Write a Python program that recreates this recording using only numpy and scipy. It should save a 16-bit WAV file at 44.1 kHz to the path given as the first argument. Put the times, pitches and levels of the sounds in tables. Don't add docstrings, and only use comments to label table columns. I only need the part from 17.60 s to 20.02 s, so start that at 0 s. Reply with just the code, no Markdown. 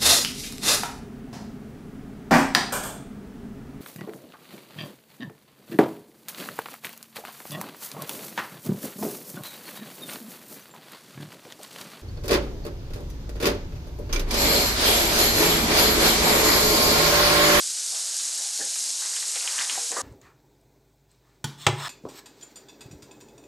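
import sys
import numpy as np
from scipy import signal
from scipy.fft import rfft, irfft, next_fast_len
from scipy.io import wavfile
from scipy.ndimage import uniform_filter1d

SR = 44100
rng = np.random.default_rng(int(sys.argv[2]) if len(sys.argv) > 2 else 0)


def wav_record(signal):
    frames = np.transpose(np.atleast_2d(signal))
    bounded = np.clip(frames, -1, 1)
    quanta = np.round(bounded * 32767).astype(np.int16)
    wavfile.write(sys.argv[1], SR, quanta)


N = 106633


def from_db(db):
    return 10 ** (np.asarray(db) / 20)


def rms_one(x):
    return x / np.sqrt(np.mean(x ** 2) + 1e-20)


def in_time(rows):
    return np.interp(np.arange(N) / SR, *np.transpose(rows))


def at_hz(points, hz):
    point_hz, point_db = np.transpose(points)
    return np.interp(np.log(hz), np.log(point_hz), point_db)


def drift(rate_hz):
    step = 20
    warm_up = 2000
    pole = np.exp(-2 * np.pi * rate_hz * step / SR)
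    white = rng.standard_normal(N // step + 2 + warm_up)
    slow = signal.lfilter([1], [1, -2 * pole, pole * pole], white)[warm_up:]
    return np.interp(np.arange(N) / step, np.arange(len(slow)), rms_one(slow))


def ring(clicks, hz, t60):
    radius = from_db(-60 / (t60 * SR))
    angle = 2 * np.pi * hz / SR
    return signal.lfilter([0, np.sin(angle)], [1, -2 * radius * np.cos(angle), radius ** 2], clicks + 1e-18)


def pip(hz, cycles, size):
    click = 1. * (np.arange(size) == 0)
    once = ring(click, hz, cycles / hz)
    twice = ring(once, hz, cycles / hz)
    return twice / np.abs(twice).max()


def grains(per_s, spread_db, size):
    chance, height, side = rng.random((3, size))
    happens = chance < per_s / SR
    return happens * from_db(-spread_db * np.log(1 - .995 * height)) * np.sign(side - .5)


def shape(x, spectrum):
    size = next_fast_len(N)
    bins = rfft(x, size)
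    hz = np.linspace(1, SR / 2, len(bins))
    own = np.sqrt(uniform_filter1d(np.abs(bins) ** 2, size=1500))
    edge = hz > spectrum[0][0] / 2
    return rms_one(irfft(bins / own * from_db(at_hz(spectrum, hz)) * edge, size)[:N])


def place(s, sound):
    track = np.zeros(N + len(sound))
    start = int(s * SR)
    track[start:start + len(sound)] = sound[:len(track) - start]
    return track[:N]


def fizz():
    # (time [s], level [dB])
    fizz_level = [(0, -28.5), (.28, -29), (.31, -28.5), (.45, -29), (.6, -28.5), (.7, -29), (.8, -29),
                  (.9, -29.5), (1.0, -28.5), (1.3, -29), (1.45, -29), (1.7, -29), (1.95, -28.5),
                  (1.975, -28.5), (2.0, -27.5), (2.06, -29), (2.25, -28.5), (2.315, -30), (2.35, -34.5),
                  (2.37, -31), (2.42, -33)]
    # (frequency [Hz], relative density [dB per Hz])
    fizz_colour = [(880, -70), (1500, -28), (1650, -18.5), (1770, -44), (1900, -21.5), (2480, -16.5),
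                   (2760, -14.5), (3550, -10.5), (3910, -6.5), (5630, -1.5), (6090, -2), (6640, 0.5),
                   (8700, -2.5), (12000, -15), (15600, -34), (22000, -120)]
    bursts_per_s, size_spread_db, burst_cycles = 22000, 3.5, 6.6
    swarm_db, patch_db = 0.72, 1.95
    hiss_share, hiss_waver_db = 0.53, 0.76

    swarms = from_db(swarm_db * (drift(9.4) + drift(60)))
    clicks = grains(bursts_per_s * swarms, size_spread_db, N)
    pitches = np.geomspace(1500, 13000, 24)
    dealt = rng.integers(0, len(pitches), N)
    bubbles = 0
    for k, hz in enumerate(pitches):
        rings = rms_one(ring(clicks * (dealt == k), hz, burst_cycles / hz))
        bubbles = bubbles + from_db(patch_db * drift(6.7)) * rings * np.sqrt(hz)
    bubbles = shape(bubbles, fizz_colour)
    hiss = shape(rng.standard_normal(N) * from_db(hiss_waver_db * drift(24)), fizz_colour)
    mix = np.sqrt(1 - hiss_share) * bubbles + np.sqrt(hiss_share) * hiss
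    return from_db(in_time(fizz_level)) * mix


def room_tone():
    # (frequency [Hz], relative density [dB per Hz])
    tone_colour = [(88, -79), (150, -98), (211, -54), (283, -19), (389, -11), (529, -6), (1180, -5),
                   (1470, -7.5), (1600, -2), (2500, -9), (3250, -32), (5500, -120)]
    tone_db, patch_db, swell_db = -52.5, 1.5, 0.5
    edges = 230 * 2 ** np.arange(0, 3.6, 1 / 3)
    white = rng.standard_normal((2, N))
    tone = 0
    for k, (low, high) in enumerate(zip(edges, edges[1:])):
        band_pass = signal.butter(2, [low, high], "band", fs=SR, output="sos")
        band = signal.sosfilt(band_pass, white[k % 2])
        band_db = at_hz(tone_colour, np.sqrt(low * high)) + patch_db * drift(2)
        tone = tone + band * from_db(band_db)
    return from_db(tone_db + swell_db * drift(7.4)) * rms_one(tone)


def hum():
    # (frequency [Hz], width [Hz], rms level [dB])
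    hum_line = (291, 6.6, -70.5)
    hz, width_hz, db = hum_line
    t60 = np.log(1000) / np.pi / width_hz
    return from_db(db) * rms_one(ring(rng.standard_normal(N), hz, t60))


def spits():
    # (time [s], peak [dB], pitch [Hz])
    spit_rows = [(0.0782, -19, 8200), (0.286, -22, 6260), (1.05, -15, 8140), (1.077, -23, 5750),
                 (1.1915, -16.5, 7000), (1.3047, -15.5, 6130), (1.4596, -18, 7900), (1.68, -15, 7460),
                 (1.7165, -18, 7750), (1.9816, -16, 6900), (1.9883, -33, 5650), (2.0218, -16.5, 6940),
                 (2.235, -16.5, 6450), (2.3169, -14.5, 7650)]
    spit_cycles = 11.8
    return sum(place(s, from_db(db) * pip(hz, spit_cycles, size=800)) for s, db, hz in spit_rows)


def knocks():
    # (time [s], level before the mode offset [dB], centre [Hz], spread [octaves], rattle t60 [s])
    knock_rows = [(0.323, -42, 800, 0.43, 0.45), (0.351, -45, 1300, 0.44, 0.16),
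                  (0.378, -45, 1280, 0.68, 0.21), (0.780, -42, 1650, 0.13, 0.18),
                  (0.795, -42, 870, 0.41, 0.25), (0.847, -41, 820, 0.14, 0.16),
                  (0.990, -42.5, 505, 1.1, 0.3), (1.000, -37, 517, 1, 0.21),
                  (1.006, -31.5, 1640, 0.16, 0.12), (1.416, -45.5, 1230, 0.79, 0.31),
                  (1.447, -37.5, 1140, 0.69, 0.081), (1.758, -40, 620, 0.93, .06),
                  (1.846, -40.5, 1120, 1, 0.067), (1.980, -34, 1700, 0.88, 0.35),
                  (2.030, -43.5, 990, 0.65, 0.18), (2.117, -43, 347, 0.54, 0.18),
                  (2.153, -38, 1530, 1.1, 0.088), (2.173, -21, 770, 0.23, 0.04),
                  (2.186, -46, 560, .7, 0.28), (2.303, -42.5, 400, 1, 0.19), (2.317, -36.5, 870, 1.2, .25),
                  (2.362, -31, 895, 1.14, .2), (2.365, -19, 1166, 0.11, 0.13),
                  (2.379, -34, 1100, 1.6, 0.11), (2.394, -34, 930, 1.1, 0.14), (2.396, -27, 1200, .12, .15)]
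    # (frequency [Hz], relative level [dB], t60 [s])
    counter_modes = [(197, -18, 0.11), (305, 6, 0.027), (472, -2.5, 0.17), (540, 0, 0.068),
                     (651, 2.5, 0.038), (714, -4.5, 0.045), (770, -1, 0.047), (813.4, -5.5, .12),
                     (980, 0, 0.034), (1080, 1, 0.023), (1187, 0, 0.051), (1350, -2, 0.03), (1571, 2, 0.05),
                     (1660, -9.5, 0.032), (1745, 5, 0.034), (1910, 7, 0.036), (2300, -17, 0.019)]
    rattle_per_s, rattle_spread_db, rattle_rise_s = 2000, 2.77, 0.0022
    first_blow_db, mode_offset_db = 8, -18.5
    t = np.arange(SR // 3) / SR
    out = 0
    for s, db, centre_hz, octaves, rattle_t60 in knock_rows:
        dying = from_db(-60 * t / rattle_t60)
        sound = 0
        for mode_hz, mode_db, mode_t60 in counter_modes:
            drive = grains(rattle_per_s, rattle_spread_db, len(t)) * np.minimum(t / rattle_rise_s, 1)
            drive[0] = from_db(first_blow_db) * rng.choice([-1, 1])
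            off_centre = np.log2(mode_hz / centre_hz) / octaves
            weight = from_db(mode_db - 6 * off_centre ** 2)
            sound = sound + weight * ring(drive * dying, mode_hz, mode_t60)
        out = out + place(s, from_db(db + mode_offset_db) * sound)
    return out


def ticks():
    # (time [s], ring peak [dB], pitch [Hz], tail re ring peak [dB])
    tick_rows = [(0.349, -26.5, 3620, -16), (0.597, -25.5, 4100, -12.5), (1.464, -26.5, 3930, -20),
                 (1.603, -22, 4400, -19), (1.997, -22.5, 4500, -9), (1.157, -31, 2720, -8),
                 (1.532, -35, 1790, -12), (1.563, -24, 3200, -12), (1.567, -32, 1580, -21),
                 (1.627, -30, 1920, -17), (1.753, -30, 2320, -16), (1.757, -22, 4000, -8.5),
                 (1.81, -27, 2670, -19), (1.876, -14.5, 3080, -16), (1.981, -25, 1880, -26),
                 (1.989, -16.5, 3030, -14), (2.011, -21.5, 2400, -12), (2.016, -20.5, 4200, -9.5),
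                 (2.048, -23, 3920, -22), (2.097, -15, 3090, -15), (2.318, -32, 2800, -10)]
    tick_cycles, tail_cycles = 7, 3
    tail_t60_s, tail_rise_s, low_cut_hz = .12, .003, 800
    t = np.arange(SR // 5) / SR
    out = 0
    for s, db, hz, tail_db in tick_rows:
        once = ring(rng.standard_normal(len(t)), hz, tail_cycles / hz)
        noise = rms_one(ring(once, hz, tail_cycles / hz))
        tail = from_db(tail_db - 60 * t / tail_t60_s) * noise * np.minimum(t / tail_rise_s, 1)
        out = out + place(s, from_db(db) * (pip(hz, tick_cycles, size=len(t)) + tail))
    return signal.sosfilt(signal.butter(2, low_cut_hz, "high", fs=SR, output="sos"), out)


def rustle():
    # (time [s], level [dB])
    rustle_level = [(1.35, -63), (1.45, -48), (1.6, -52), (1.72, -51.5), (1.85, -40.5), (1.95, -41),
                    (2.03, -46), (2.12, -42.5), (2.22, -45), (2.29, -56), (2.42, -49)]
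    low_hz, high_hz, grains_per_s, crowding_db = 755, 3200, 2800, 3.4
    band = signal.butter(2, [low_hz, high_hz], "band", fs=SR, output="sos")
    clicks = grains(grains_per_s * from_db(crowding_db * drift(20)), 1.0, N)
    return from_db(in_time(rustle_level)) * rms_one(signal.sosfilt(band, clicks))


def scene():
    mono = fizz() + room_tone() + hum() + spits() + knocks() + ticks() + rustle()
    return np.array([mono, mono])


def record(dry):
    low_cut_hz, top_cut_hz = 184, 11950
    thin = signal.sosfilt(signal.butter(8, low_cut_hz, "high", fs=SR, output="sos"), dry)
    return signal.sosfilt(signal.ellip(14, .3, 80, top_cut_hz, fs=SR, output="sos"), thin)


dry = scene()
out = record(dry)
wav_record(out)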